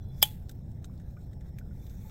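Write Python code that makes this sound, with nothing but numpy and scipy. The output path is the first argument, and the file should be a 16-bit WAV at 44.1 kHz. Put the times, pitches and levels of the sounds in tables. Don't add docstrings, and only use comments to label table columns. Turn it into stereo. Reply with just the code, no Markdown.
import sys
import numpy as np
from scipy import signal
from scipy.fft import rfft, irfft
from scipy.io import wavfile
from scipy.ndimage import uniform_filter1d

SR = 44100
rng = np.random.default_rng(int(sys.argv[2]) if len(sys.argv) > 2 else 0)


def to_wav(sig):
    pcm = np.clip(np.atleast_2d(sig), -1, 1) * 32767
    pcm = np.round(pcm).astype(np.int16)
    wavfile.write(sys.argv[1], SR, pcm.T)


def natural_amplitude(level_db):
    exponent = np.asarray(level_db, float) / 20
    return 10 ** exponent


N = 92610
EDGE_HZ = 15850
CRACK_S, LEAD_S = .2269, .02
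SHARED_BELOW_HZ = 2000


def evened(x):
    return x / np.sqrt(np.mean(x ** 2) + 1e-20)


def read(points, hz):
    f, value = np.transpose(points)
    return np.interp(np.log(hz + 1), np.log(f + 1), value)


def coloured(x, points):
    hz = np.fft.rfftfreq(x.shape[-1], 1 / SR)
    low = np.minimum(hz / points[0][0], 1) ** 2
    return irfft(rfft(x) * natural_amplitude(read(points, hz)) * low, x.shape[-1])


def filtered(x, order, hz, kind):
    return signal.sosfiltfilt(signal.butter(order, hz, kind, fs=SR, output="sos"), x)


def ring(x, hz, width_hz):
    r = np.exp(-np.pi * width_hz / SR)
    return signal.lfilter([1 - r, 0, r - 1], [1, -2 * r * np.cos(2 * np.pi * hz / SR), r * r], x)


def add(mix, s, sound):
    part = mix[:, round(s * SR):][:, :sound.shape[1]]
    part += sound[:, :part.shape[1]]


# delay_s, level_db
SNAPS = [
    (-.0061, -27),
    (-.0022, -21),
    (0, 0),
    (.0012, -2),
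    (.0031, -2.5),
    (.0051, -7),
    (.0085, -13),
    (.0108, -16),
]


def tear():
    t = np.arange(SR // 2) / SR - LEAD_S
    before = np.exp(np.minimum(t, 0) / .0026)
    after = 2 * natural_amplitude(-60 * np.maximum(t, 0) / .032)
    shape = natural_amplitude(-17) * np.where(t < 0, before, after)
    blows = np.zeros(len(t))
    for delay, db in SNAPS:
        shape = shape + natural_amplitude(db) * (t >= delay) * np.exp(-np.maximum(t - delay, 0) / .0011)
        blows[np.searchsorted(t, delay)] = natural_amplitude(4 * db)
    return t, shape, blows


# pitch_hz, level_db
SNAP_COLOUR = [(700, -15.5), (3300, -8), (4200, -19), (5800, -14), (8000, -4.5), (11500, 1.5),
               (14000, -0.5), (16300, -9)]


def snap_noise(t, shape):
    snaps = natural_amplitude(-6) * shape * evened(coloured(rng.standard_normal((2, len(t))), SNAP_COLOUR))
    low = filtered(snaps, 2, SHARED_BELOW_HZ, "low")
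    top = filtered(snaps, 2, 10000, "high")
    shared_low = low[0] * natural_amplitude(-60 * np.maximum(t, 0) / .03)
    top_gain = natural_amplitude(np.array([[-3.5], [1.5]]))
    return snaps - low + shared_low + (top_gain - 1) * top


# pitch_hz, left_db, right_db, fade_s (time to fall 60 dB)
LID = [(617, -11, -11, 0.022), (822, -9, -9, 0.046), (855, -25, -26, 0.19), (1410, -19, -20, 0.041),
       (1791, -11, -12, .025), (2378, -8, -3, 0.035), (2950, -14, -11, 0.03), (3364, -17, -12, 0.056),
       (3406, -17, -16, 0.14), (3870, -17, -19, 0.03), (4994, -14.5, 0, .02), (7800, -0.5, -9, .022),
       (10724, -5.5, -3.5, 0.022), (13440, -18.5, -12, .025)]


def lid_rings(shape, blows):
    since = np.arange(SR // 3) / SR
    grit = rng.standard_normal(len(shape))
    rings = np.zeros((2, len(shape)))
    for hz, left_db, right_db, t60 in LID:
        lag = (hz / 2000) ** 2 / 2 * np.array([[0], [1]])
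        fade = natural_amplitude(np.array([[left_db], [right_db]]) - 60 * since / t60)
        mode = fade * np.sin(2 * np.pi * hz * since + lag)
        scrape = .015 * min(hz / SHARED_BELOW_HZ, 1) ** 2 * shape * grit
        rings += signal.fftconvolve((blows + scrape)[None], mode, axes=1)[:, :len(shape)]
    return natural_amplitude(-15) * rings


# pitch_hz, level_db
PUFF = [(600, -16.5), (860, -10.5), (1100, -18.5), (2800, -8.5), (3430, -5), (5500, -16), (12500, -4),
        (16000, -10)]


def gas_puff(t):
    after = np.maximum(t, 0)
    burst = natural_amplitude(-30.5 - 60 * after / .13)
    linger = natural_amplitude(-43 - 60 * after / .4)
    fade = np.clip(t / .016, 0, 1) ** 2 * (burst + linger)
    puff = fade * evened(coloured(rng.standard_normal((2, len(t))), PUFF))
    fizz = evened(uniform_filter1d(rng.standard_normal(len(t)), size=120))
    return puff * natural_amplitude(2.5 * fizz + np.array([[-1.2], [1.2]]))


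def crack():
    t, shape, blows = tear()
    snaps = snap_noise(t, shape) + lid_rings(shape, blows)
    no_deep = signal.butter(4, 430, "high", fs=SR, output="sos")
    return signal.sosfilt(no_deep, snaps), gas_puff(t)


# pitch_hz, level_db
TICK_COLOUR = [(1000, -29), (1500, -10), (2700, -5.5), (3600, 3), (4400, -3), (6500, 1.5), (8700, 1.5),
               (12000, -12.5)]


def tick(crackle_db, hz, ring_db, t60):
    t = np.arange(4096) / SR
    grit = rng.standard_normal((3, 4096))
    fade = np.minimum(t / 0.00029, 1) * (natural_amplitude(-60 * t / t60) + 0.093 * natural_amplitude(-20 * t / t60))
    width_hz = 0.34 * hz
    body = evened(ring(ring(grit[2], hz, width_hz), hz, width_hz))
    crackle = evened(coloured(grit[:2], TICK_COLOUR))
    return fade * (natural_amplitude(ring_db) * body + natural_amplitude(crackle_db) * crackle)


# start_s, crackle_db, pitch_hz, ring_db, fade_s
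TICKS = [(.4865, -63, 4000, -64, 0.02), (.4936, -45, 1480, -55, 0.032), (.4937, -70, 13900, -52, 0.032),
         (0.5131, -53.5, 13480, -55, 0.031), (0.8436, -46.5, 1380, -53, .02),
         (0.8444, -62, 3700, -62, 0.034), (0.8524, -60, 13180, -64, 0.045), (.976, -66, 4270, -66.5, .03),
         (.998, -63.5, 1656, -63.5, 0.053), (1.3322, -61, 1710, -67, 0.03),
         (1.409, -63.5, 1720, -63, 0.041), (1.5858, -51.5, 2000, -60, .03), (1.586, -66, 13600, -55, 0.042),
         (1.5925, -63, 1900, -62, 0.02), (1.866, -60, 3590, -62, 0.031), (1.896, -55, 13500, -65, .03),
         (0.086, -72, 12510, -64, 0.016), (.715, -65, 13030, -70, .03), (2.096, -55, 1405, -54, .03)]


def ticks():
    out = np.zeros((2, N))
    for s, *row in TICKS:
        add(out, s, tick(*row))
    return out


def dent(level_db, hz, t60, pan_db):
    t = np.arange(8192) / SR
    sides = natural_amplitude(pan_db * np.array([[.5], [-.5]]))
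    tone = np.sin(2 * np.pi * hz * t + np.array([[0], [.5]])) * sides
    return natural_amplitude(level_db - 60 * t / t60) * np.minimum(t / .0008, 1) * tone


# start_s, level_db, pitch_hz, fade_s, left_minus_right_db
DENTS = [(.2165, -44, 5000, .06, -16), (.2198, -31, 5020, .03, -16), (.2247, -27, 5100, .02, -8),
         (.2258, -20, 4980, .016, -14), (.2175, -42, 3350, .05, -3), (.22, -31, 3300, .03, -4),
         (.2271, -17, 3440, .045, -4), (.2262, -14, 3340, .05, -5), (.2265, -25, 3738, .03, 0),
         (.2298, -16, 3096, .05, -4), (.2405, -33, 3400, .1, 0), (.2212, -43, 1700, .03, 0),
         (.2262, -22, 1190, .014, 0), (.2263, -23, 2050, .012, -1), (.2265, -32, 570, .025, 0),
         (.2268, -29, 690, .025, 0), (.4938, -47, 7900, .015, 0), (.4936, -50, 5100, .012, -4),
         (.4955, -55, 3600, .03, -4), (.495, -54, 1550, .03, 0), (.514, -57, 13300, .012, 0),
         (.8437, -54, 1380, .03, 0), (.8437, -44, 6400, .014, -3), (.845, -49, 3750, .016, 0),
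         (.844, -51, 7400, .014, -3), (.8487, -59, 6300, .012, 0), (.8525, -59, 8600, .02, -2),
         (1.5812, -58, 2100, .012, 0), (1.5858, -47, 1650, .014, 0), (1.586, -43, 2350, .012, 0),
         (1.5905, -55, 6400, .016, 0), (1.332, -59, 3800, .015, 0), (1.41, -64, 3500, .03, 0),
         (.897, -50.5, 1070, 0.012, 0), (1.167, -56, 1230, 0.048, 0), (1.173, -54.5, 1457, 0.061, 0),
         (1.169, -59, 2360, 0.021, 0), (1.612, -52.5, 1490, 0.036, 0), (1.709, -61, 1444, 0.074, 0),
         (2.05, -57, 866.6, 0.24, 0)]


def dents():
    out = np.zeros((2, N))
    for s, *row in DENTS:
        add(out, s, dent(*row))
    return out


# start_s, level_db
RUB = [
    (0, -100),
    (.1, -87),
    (0.202, -59.5),
    (.4, -87.5),
    (1.66, -82),
    (1.76, -69),
    (1.86, -64),
    (1.96, -65),
    (2.04, -60),
    (2.1, -63),
]
# pitch_hz, level_db
RUB_COLOUR = [(1000, -13.5), (2300, -2.5), (2950, -22), (3500, -5), (4800, -16), (5800, -4), (9500, -10),
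              (13000, -5)]


def rub():
    t, db = np.transpose(RUB)
    strength = natural_amplitude(np.interp(np.arange(N) / SR, t, db))
    return strength * wash(RUB_COLOUR, patchy_db=2, flicker_db=1.5)


# pitch_hz, width_hz, level_db
INSECTS = [(5350, 300, -82), (3440, 100, -73), (4030, 53, -76.5), (3530, 120, -76), (5900, 80, -69.5),
           (4440, 72, -71), (3480, 110, -79), (5380, 200, -81), (5200, 900, -72.5)]
# start_s, end_s
SINGS = [(0, 2.1), (0, .22), (.01, .12), (1.8, 1.92), (.026, .036), (2.08, 2.1), (1.685, 1.7), (1.17, 1.62),
         (.14, .22)]


def insects():
    t, out = np.arange(N) / SR, np.zeros((2, N))
    for (hz, width_hz, db), (start, end) in zip(INSECTS, SINGS):
        buzz = evened(ring(ring(rng.standard_normal((2, N)), hz, width_hz), hz, width_hz))
        singing = np.clip(np.minimum(t - start, end - t) * 100 + 1, 0, 1)
        out += natural_amplitude(db) * singing * buzz
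    return out


# pitch_hz, level_db
HISS = [(1000, -2), (1700, 1), (3000, -17.5), (3700, -7), (4700, -16), (8500, -11), (10800, -18),
        (13500, -10.5)]


def leaves():
    return natural_amplitude(-70) * wash(HISS, patchy_db=3, flicker_db=2)


# pitch_hz, level_db
RUMBLE = [(28, -24), (33, -5), (68, 2), (155, -4.5), (250, -19), (480, -27.5), (850, -32), (1050, -48.5)]


def traffic():
    return natural_amplitude(-40.5) * wash(RUMBLE, patchy_db=-0.77, flicker_db=0.0, top_db=-9.5)


# pitch_hz, share (1 = same, below 0 = opposed)
SAME = [(130, 0.965), (290, 0.85), (640, 0.3), (1400, -0.42), (3000, .15), (7000, -.05), (15000, .08)]


def wash(points, patchy_db, flicker_db, top_db=0):
    frames, hz = N // 256 + 5, np.fft.rfftfreq(1024, 1 / SR)
    a, b, c, d, patches = rng.standard_normal((frames, 513, 5)).T
    patches = uniform_filter1d(patches, size=14, axis=0)
    patches = evened(uniform_filter1d(patches, size=10, axis=1))
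    flicker = evened(uniform_filter1d(rng.standard_normal(frames), size=2))
    same = np.clip(read(SAME, hz), -1, 1)[:, None]
    left = a + 1j * b
    right = same * left + np.sqrt(1 - same ** 2) * (c + 1j * d)
    octaves_above = np.log2(np.maximum(hz / points[-1][0], 1))
    shape = natural_amplitude(read(points, hz) + top_db * octaves_above)
    shape *= np.minimum(hz / points[0][0], 1) ** 2 * (hz < EDGE_HZ)
    z = np.array([left, right]) * shape[:, None] * natural_amplitude(patchy_db * patches + flicker_db * flicker)
    return evened(signal.istft(z, nperseg=1024, noverlap=768)[1][:, :N])


def scene():
    mix = traffic() + leaves() + rub() + insects() + ticks() + dents()
    snap, gas = crack()
    add(mix, CRACK_S - LEAD_S, gas)
    mix = irfft(rfft(mix) * (np.fft.rfftfreq(N, 1 / SR) < EDGE_HZ), N)
    add(mix, CRACK_S - LEAD_S, snap)
    return mix * natural_amplitude(np.array([[.1], [-.1]]))


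def roll_off(x):
    return signal.sosfilt(signal.butter(12, 16470, fs=SR, output="sos"), x)


def record(dry):
    hz = np.fft.rfftfreq(N, 1 / SR)
    notch_db = -16 / (1 + ((hz - 9800) / 560) ** 4)
    heard = irfft(rfft(dry) * natural_amplitude(notch_db), N)
    ceiling = .95
    soft = ceiling * np.tanh(heard / ceiling)
    finished = irfft(rfft(soft) * np.clip((16550 - hz) / 400, 0, 1) ** 2, N)
    return roll_off(finished)


dry = scene()
out = record(dry)
to_wav(out)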